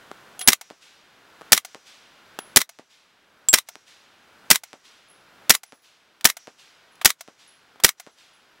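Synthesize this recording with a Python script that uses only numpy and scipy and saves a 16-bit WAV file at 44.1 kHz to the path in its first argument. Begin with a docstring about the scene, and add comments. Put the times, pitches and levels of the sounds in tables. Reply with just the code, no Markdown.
"""Nine single shots from a suppressed submachine gun on an outdoor gravel range, close to a small camera.
Over a soft hiss the gun knocks, clicks and rings thinly as it is handled. In each shot the hammer
clacks, gas puffs from the muzzle and the bolt slams shut. The puff overloads the camera, which turns
itself down and slowly back up. Then the trigger resets, the bullet lands far off and the trees answer.
Just before the fourth shot a piece of steel pings. Later, spent brass cases tinkle on the gravel."""
import sys
import numpy as np
from scipy import signal
from scipy.fft import rfft, irfft, next_fast_len
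from scipy.io import wavfile
from scipy.ndimage import uniform_filter1d

SR = 44100
rng = np.random.default_rng(int(sys.argv[2]) if len(sys.argv) > 2 else 0)


def master(y):
    """Save y as 16-bit WAV."""
    cut = np.clip(np.atleast_2d(y).T, -1, 1)
    pcm = np.round(cut * 32767)  # scale
    wavfile.write(sys.argv[1], SR, pcm.astype(np.int16))


N = 379260

# the shots: puff t/s, hammer/dB, puff/dB, low thump/dB, wait until the bolt shuts/s, bolt/dB, echo/dB
SHOTS = [(.4835, 1.5, 14.5, 8.5, .0475, 8, -.5), (1.5287, 1, 12, 3, 0.048, 3.5, 1),
         (2.569, 1, 16, 10, 0.046, 9, -.5), (3.5378, -5.5, 14.5, -3.5, .0471, 4.5, .3),
         (4.5107, -1.5, 15, 6, 0.046, 7, -0.5), (5.5034, -3, 17.5, 6, 0.046, 9, -0.8),
         (6.2524, -1.5, 15, 0.5, 0.047, 4, 1), (7.0557, -1, 15.5, 3.5, .0472, 5, -0.8),
         (7.845, -1.5, 15.5, 6, 0.045, 6, -0.1)]


def from_db(db):
    """Turn decibels into a number to multiply by."""
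    return np.exp(np.asarray(db) * (np.log(10) / 20))


def rms_one(x):
    """Scale a sound to an average power of 1."""
    return x / np.sqrt(np.mean(x ** 2) + 1e-20)


def times(size):
    """The time of each sample, in seconds."""
    return np.arange(size) / SR


def add(track, s, sound):
    """Mix a sound into a stereo track, s seconds in."""
    start = max(int(round(s * SR)), 0)
    piece = sound[..., :max(N - start, 0)]
    track[:, start:start + piece.shape[-1]] += piece


def decay(t, fade_s):
    """Die away. A fade time, here and in the tables, is how long a sound takes to fall 60 dB."""
    return np.exp(-np.log(1000) * t / fade_s)


def envelope(size, attack_s, fade_s, hold_s=0, ring_db=None, ring_fade_s=None):
    """Loudness that rises, holds and fades, with a weaker, longer ring if ring_db is given."""
    t = times(size)
    released = np.maximum(t - attack_s - hold_s, 0)
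    gain = decay(released, fade_s)
    if ring_db is not None:
        gain = np.hypot(gain, from_db(ring_db) * decay(released, ring_fade_s))
    return np.minimum(t / attack_s, 1) ** 2 * gain / gain[0]


def colour_gain(colour, peaks, size):
    """How strong each frequency is: a broad curve (the colour) with narrow peaks on top."""
    hz = np.arange(size // 2 + 1) * SR / size
    colour_hz, colour_db = np.array(colour).T
    broad_db = np.interp(np.log(hz + 1), np.log(colour_hz), colour_db)
    peaks_db = sum(db / (1 + (2 * (hz - f) / width) ** 2) for f, width, db in peaks)
    return from_db(broad_db + peaks_db)


def coloured_noise(colour, peaks=(), size=8192, side_db=-29.5):
    """Noise with a given colour and peaks, nearly the same left and right."""
    gain = colour_gain(colour, peaks, size)
    phases = np.exp(2j * np.pi * rng.random((2, len(gain))))
    mid, side = irfft(gain * phases, size)
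    return rms_one(mid) + from_db(side_db) * rms_one(side) * np.array([[1], [-1]])


def broad_outline(spectrum):
    """Smooth a spectrum so that only its overall shape is left."""
    power = uniform_filter1d(np.abs(spectrum) ** 2, size=91)
    return rms_one(np.sqrt(np.abs(power) + 1e-12))


def blow(colour, peaks, size=8192, **shape):
    """A short burst of noise that holds while the contact or the gas lasts, then drops fast."""
    spectrum = rfft(coloured_noise(colour, peaks, size) * envelope(size, **shape))
    # the same parts collide each time: the fine grain changes, the broad colour stays
    steady = broad_outline(colour_gain(colour, peaks, size))
    return irfft(spectrum * steady / broad_outline(spectrum[0]), size)[:, :size // 2]


def ring(tones, pitch=1):
    """The fading pure tones of something struck; each is f/Hz (times pitch), level/dB, fade/s."""
    t = times(12288)
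    return sum(from_db(db) * decay(t, fade_s) * np.sin(2 * np.pi * hz * pitch * t)
               for hz, db, fade_s in tones)


def pressure_pulse(width_s, edge_hz):
    """A jump in air pressure that swings through zero and dies, softened above edge_hz."""
    widths = times(SR // 10) / width_s
    soften = signal.butter(2, edge_hz, fs=SR, output="sos")
    pulse = signal.sosfilt(soften, (1 - widths) * np.exp(-widths))
    return pulse / np.abs(pulse).max()


def low_cut(x, hz):
    """Thin out the bass, as small or distant things give off little of it."""
    return signal.sosfilt(signal.butter(2, hz, "high", fs=SR, output="sos"), x + 1e-18)


def outdoor_hiss():
    """The soft, steady noise of the open air."""
    colour = [(30, -16), (100, -5.5), (200, -2), (500, -1), (1000, -1.5), (1900, -5), (3500, -8.5),
              (6000, -16), (9000, -20.5), (15500, -24.5)]  # the hiss: f/Hz, level/dB
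    peaks = [(1480, 390, 6)]  # a hump in it: f/Hz, width/Hz, boost/dB
    return from_db(-51) * coloured_noise(colour, peaks, size=next_fast_len(N, True))[:, :N]


def gun_knocks():
    """The gun bumps its rest: a pulse and a short, dull ring."""
    knocks = [(.110, -43), (.1152, -22), (1.4117, -29), (1.4162, -33), (1.418, -27), (2.3893, -15.5),
              (7.759, -31.5)]  # each bump: t/s, level/dB
    knock_ring = ring([(230.3, -20, .022), (424, -18, .022), (820, -10.5, .014), (1290, -4, .0073)])
    out = np.zeros((2, N))
    for s, db in knocks:
        add(out, s, from_db(db) * pressure_pulse(width_s=.00063, edge_hz=11000))
        add(out, s, from_db(db) * knock_ring)
    return low_cut(out, hz=270)


def handling_clicks():
    """Small metal parts touch as the gun is handled, and its body rings."""
    clicks = [(.3928, -29.5, 0.037, 9030, -36), (.4095, -32, 0.044, 4000, -41.5),
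              (.413, -26.5, 0.057, 4010, -31), (2.389, -23, 0.02, 2380, -54),
              (3.4862, -10, 0.022, 5505, -36), (6.210, -25, .022, 2990, -52.5),
              (6.955, -44, .02, 7000, -70), (7.0138, -22, 0.043, 2020, -48),
              (7.800, -28, 0.033, 1396, -56.5)]  # each touch: t/s, level/dB, fade/s, brightest f/Hz, body ring/dB
    peaks = [(720, 130, 5), (1153.4, 250, 4.5), (3330, 350, 6)]  # where the parts ring: f/Hz, width/Hz, boost/dB
    body_tones = [(740, -6, .08), (2880, -3.5, 0.054), (3280, 0.5, 0.082)]  # the gun's body: f/Hz, level/dB, fade/s
    out = np.zeros((2, N))
    for s, db, fade_s, hz, body_db in clicks:
        contact = coloured_noise([(hz / 7, -20), (hz / 2, -2), (hz, 0), (hz * 5, -13)], peaks)
        shape = envelope(contact.shape[1], attack_s=.0002, fade_s=fade_s, ring_db=-21, ring_fade_s=.11)
        add(out, s, from_db(db) * contact * shape)
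        add(out, s, from_db(body_db) * ring(body_tones))
    return low_cut(out, hz=270)


def metal_tinkles():
    """Small metal pieces ring high and thin: gun parts as it is handled, and spent cases landing."""
    hits = [(.393, -33, 10700, -31), (.413, -30.5, 10700, -29.5), (2.3896, -38.5, 10520, -28),
            (5.085, -48.5, 10790, -25), (5.10, -44.5, 10720, -24.5), (5.663, -37.5, 9964, -20),
            (5.74, -42, 10100, -8), (5.82, -49, 10020, 1), (6.92, -53.5, 10700, -25),
            (7.477, -38, 10640, -31.5), (7.50, -51, 10650, -30), (8.115, -50.5, 10630, -25),
            (8.335, -49, 10650, -24.5)]  # each tinkle: t/s, level/dB, pitch/Hz, extra level of the high tones/dB
    low_tones = [(1, -2.5, 0.32), (1.006, -7.5, .22)]  # a piece's lowest tones: multiple of its pitch, level/dB, fade/s
    high_tones = [(1.295, -6, .3), (1.463, -2, 0.29)]  # its higher tones: multiple of its pitch, level/dB, fade/s
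    out = np.zeros((2, N))
    for s, db, hz, high_db in hits:
        add(out, s, from_db(db) * (ring(low_tones, hz) + from_db(high_db) * ring(high_tones, hz)))
    return out


def hammer(lead_s=.0087):
    """The hammer falls with a clack just before each puff."""
    colour = [(40, -9), (300, -8), (1200, -7), (2400, -2.5), (4500, -2.5), (10000, -1), (15500, -2.5)]  # the clack: f/Hz, level/dB
    peaks = [(758, 120, 15), (1460, 140, 2.4), (2920, 130, 5.5), (3770, 350, 5.6), (4640, 240, 9.1),
             (4850, 170, 3.6), (5480, 86, 3.5), (6360, 200, 7), (7200, 290, 8.2), (8030, 200, 9.8),
             (8700, 200, 3.6), (10640, 220, 7)]  # where the metal rings: f/Hz, width/Hz, boost/dB
    out = np.zeros((2, N))
    for s, db, *_ in SHOTS:
        clack = blow(colour, peaks, attack_s=.0017, hold_s=.0011, fade_s=.011,
                     ring_db=-13, ring_fade_s=.038)
        add(out, s - lead_s, from_db(db) * clack)
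    return out


def muzzle_puff():
    """Gas leaves the suppressor with a puff, a push of air and a low boom."""
    colour = [(40, -24), (200, -11), (500, -6.5), (1000, -4), (2000, -3), (3500, 0), (6000, -2), (8000, -1),
              (15500, -3.5)]  # the rush of gas: f/Hz, level/dB
    peaks = [(247, 65, 3), (1500, 260, 5), (1920, 300, 10), (2380, 130, 5), (3160, 70, 3), (4610, 84, 3),
             (5584, 410, 10), (6300, 170, 5.1)]  # where it rings: f/Hz, width/Hz, boost/dB
    boom_tones = [(177, -17, 0.083), (251, -12, 0.071), (382, -13, 0.071)]  # gas booming among gun, table and car: f/Hz, level/dB, fade/s
    out = np.zeros((2, N))
    for s, _, puff_db, thump_db, *_ in SHOTS:
        puff = blow(colour, peaks, attack_s=.00027, hold_s=.004, fade_s=.026,
                    ring_db=-12, ring_fade_s=.1)
        bounce = blow(colour, peaks, attack_s=.0011, hold_s=.0017, fade_s=.02)
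        add(out, s, from_db(puff_db) * puff)
        add(out, s + .018, from_db(puff_db - 15.5) * bounce)  # thrown back by a surface nearby
        add(out, s, from_db(thump_db - 23) * pressure_pulse(width_s=.006, edge_hz=500))
        add(out, s, from_db(thump_db) * ring(boom_tones))
    return out


def echo(colour, peaks=(), *, delay_s, db, size=65536, **shape):
    """An echo of each shot travels back, swells as more surfaces answer and dies away."""
    wash = coloured_noise(colour, peaks, size)
    swell = from_db(db) * envelope(size, **shape)
    out = np.zeros((2, N))
    for s, *_, echo_db in SHOTS:
        shifted_wash = np.roll(wash, rng.integers(size), axis=1)
        add(out, s + delay_s, from_db(echo_db) * swell * shifted_wash)
    return out


def range_echoes():
    """The ground, the bank, the tree line and the wood behind it throw back a blur of each shot."""
    ground = [(100, -10.5), (600, -2.5), (3000, 0.5), (7000, -3.5), (11000, -9), (15500, -15)]  # echo off the ground: f/Hz, level/dB
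    bank = [(100, -19.5), (600, -8.5), (2000, 0.5), (4000, -1), (7000, -4), (10000, -13), (15000, -21.5)]  # echo off the bank: f/Hz, level/dB
    bank_peaks = [(5800, 850, 6.2)]  # its bright peak: f/Hz, width/Hz, boost/dB
    trees = [(100, -20), (500, -8.5), (1500, -3), (3500, 6), (6000, 0.5), (9000, -7), (15000, -20)]  # echo off the tree line: f/Hz, level/dB
    wood = [(60, -16.5), (300, -8), (1000, -1.5), (3000, 1.5), (5000, -5.5), (8000, -20.5), (15000, -41)]  # echo out of the wood: f/Hz, level/dB
    return (echo(ground, delay_s=.0045, db=-38, attack_s=.01, fade_s=.36)
            + echo(bank, bank_peaks, delay_s=.118, db=-40.5, attack_s=.022, fade_s=1)
            + echo(trees, delay_s=.308, db=-40, attack_s=.034, fade_s=.7)
            + echo(wood, delay_s=.27, db=-45.5, attack_s=.097, fade_s=1.85))


def bolt():
    """The bolt, the sliding block that loads the next round, rattles forward and slams shut."""
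    colour = [(40, -22.5), (180, -19), (350, -20), (600, -12), (1200, -4), (3500, -2.5), (7000, -1.5),
              (11000, -2.5), (15500, -7)]  # rattle and slam: f/Hz, level/dB
    peaks = [(649, 100, 3.6), (1190, 150, 9.2), (2070, 280, 11), (3260, 110, 3.7), (3850, 370, 9.4),
             (5800, 300, 4.2)]  # where the metal rings: f/Hz, width/Hz, boost/dB
    out = np.zeros((2, N))
    for s, *_, wait_s, db, _ in SHOTS:
        rattle = blow(colour, peaks, attack_s=.001, hold_s=.008, fade_s=.049)
        slam = blow(colour, peaks, attack_s=.0007, hold_s=.0014, fade_s=.013,
                    ring_db=-15, ring_fade_s=.058)
        add(out, s + wait_s - .012, from_db(db - 13) * rattle)
        add(out, s + wait_s, from_db(db) * slam)
    return out


def trigger_resets():
    """The trigger clicks back into place after each shot."""
    resets = [(0.6114, -17), (1.6483, -16.5), (2.6916, -17.5), (3.687, -17), (4.635, -17.5), (5.633, -16.5),
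              (6.368, -16), (7.208, -16), (7.998, -17)]  # each click: t/s, level/dB
    colour = [(100, -35), (400, -41), (700, -1.5), (1100, -4.5), (4000, -4), (7000, -3.5), (15500, -9)]  # the click's sound: f/Hz, level/dB
    peaks = [(696, 81, 12.9), (1460, 160, 7.5), (2140, 180, 9.3), (4100, 130, 4), (5770, 170, 4),
             (6240, 240, 6), (10900, 170, 4.6)]  # where the metal rings: f/Hz, width/Hz, boost/dB
    out = np.zeros((2, N))
    for s, db in resets:
        click = blow(colour, peaks, attack_s=.00052, hold_s=.0035, fade_s=.02,
                     ring_db=-8.5, ring_fade_s=.053)
        add(out, s, from_db(db) * click)
    return low_cut(out, hz=270)


def bullet_whirs(size=12288):
    """Some bullets make a thin whir as they fly."""
    whirs = [(.625, -49.5), (3.69, -48), (6.385, -44)]  # each whir: t/s, level/dB
    colour = [(3000, -45), (5000, -18), (5700, 0), (6500, -13), (9000, -40)]  # its narrow band of noise: f/Hz, level/dB
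    shape = envelope(size, attack_s=.015, hold_s=.054, fade_s=.2)
    out = np.zeros((2, N))
    for s, db in whirs:
        add(out, s, from_db(db) * coloured_noise(colour, size=size) * shape)
    return low_cut(out, hz=230)


def bullet_landings(target_to_bank_s=.0061):
    """Each bullet slaps the target, then thuds into the bank and sprays dirt."""
    landings = [(0.7025, -10, -15.5), (1.7471, -6, -17.5), (2.7886, -7, -12), (3.7556, -5.5, -25),
                (4.7315, -6, -15.5), (5.723, -7, -15), (6.4727, -7.5, -12.5), (7.278, -13, -15.5),
                (8.0656, -12, -14.5)]  # each hit: t/s, slap/dB, thud/dB
    thud = ring([(333, -2.2, .0093), (596, .5, .0065)])
    out = np.zeros((2, N))
    for s, slap_db, thud_db in landings:
        dirt = coloured_noise([(60, -18), (250, 2), (900, 1.5), (2500, -7), (8000, -18), (15000, -42)])
        spray = dirt * decay(times(dirt.shape[1]), fade_s=.11)
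        add(out, s, -from_db(slap_db) * pressure_pulse(width_s=.00016, edge_hz=8200))
        add(out, s + target_to_bank_s, -from_db(thud_db) * thud)
        add(out, s + target_to_bank_s, from_db(thud_db - 15.5) * spray)
    return low_cut(out, hz=230)


def steel_ping():
    """A piece of steel close by is struck once and rings sharply."""
    tones = [(7400, -21, .09), (7600, -1.5, 0.098), (7830, -18.5, 0.076), (9109, -32, .06),
             (10700, -33.5, .15), (15000, -25, .08), (15250, -31, .06)]  # the ringing steel: f/Hz, level/dB, fade/s
    out = np.zeros((2, N))
    add(out, s=3.4864, sound=from_db(1.5) * ring(tones))
    return out


def scene(left_lag_samples=.28):
    """All the sounds as they reach two microphone openings close together."""
    left, right = (outdoor_hiss() + gun_knocks() + handling_clicks() + metal_tinkles()
                   + hammer() + muzzle_puff() + range_echoes() + bolt()
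                   + trigger_resets() + bullet_whirs() + bullet_landings() + steel_ping())
    # sound reaches the left side a hair later: an all-pass filter delays it by part of a sample
    turn = (1 - left_lag_samples) / (1 + left_lag_samples)
    return np.array([signal.lfilter([turn, 1], [1, turn], left), right])


def smooth(x, lag_s):
    """Follow a changing value with a short lag."""
    carry = np.exp(-1 / (lag_s * SR))
    return signal.lfilter([1 - carry], [1, -carry], x)


def gain_control(x, threshold_db=-3.5, recovery_db_per_s=18):
    """The camera quickly turns down by as much as the sound is too loud, then creeps back up."""
    power = smooth(np.mean(x ** 2, axis=0), lag_s=.00073)
    excess_db = np.maximum(10 * np.log10(power + 1e-12) - threshold_db, 0)
    recovery_db = recovery_db_per_s * times(N)
    cut_db = np.maximum.accumulate(excess_db + recovery_db) - recovery_db
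    return x * from_db(-smooth(cut_db, lag_s=.003))


def record(dry, cutoff_hz=16000):
    """The camera sets its level, chops off peaks that are still too big and drops the highest treble."""
    clipped = np.clip(gain_control(dry), -1, 1)
    return signal.sosfilt(signal.ellip(10, .1, 70, cutoff_hz, fs=SR, output="sos"), clipped)


dry = scene()
out = record(dry)
master(out)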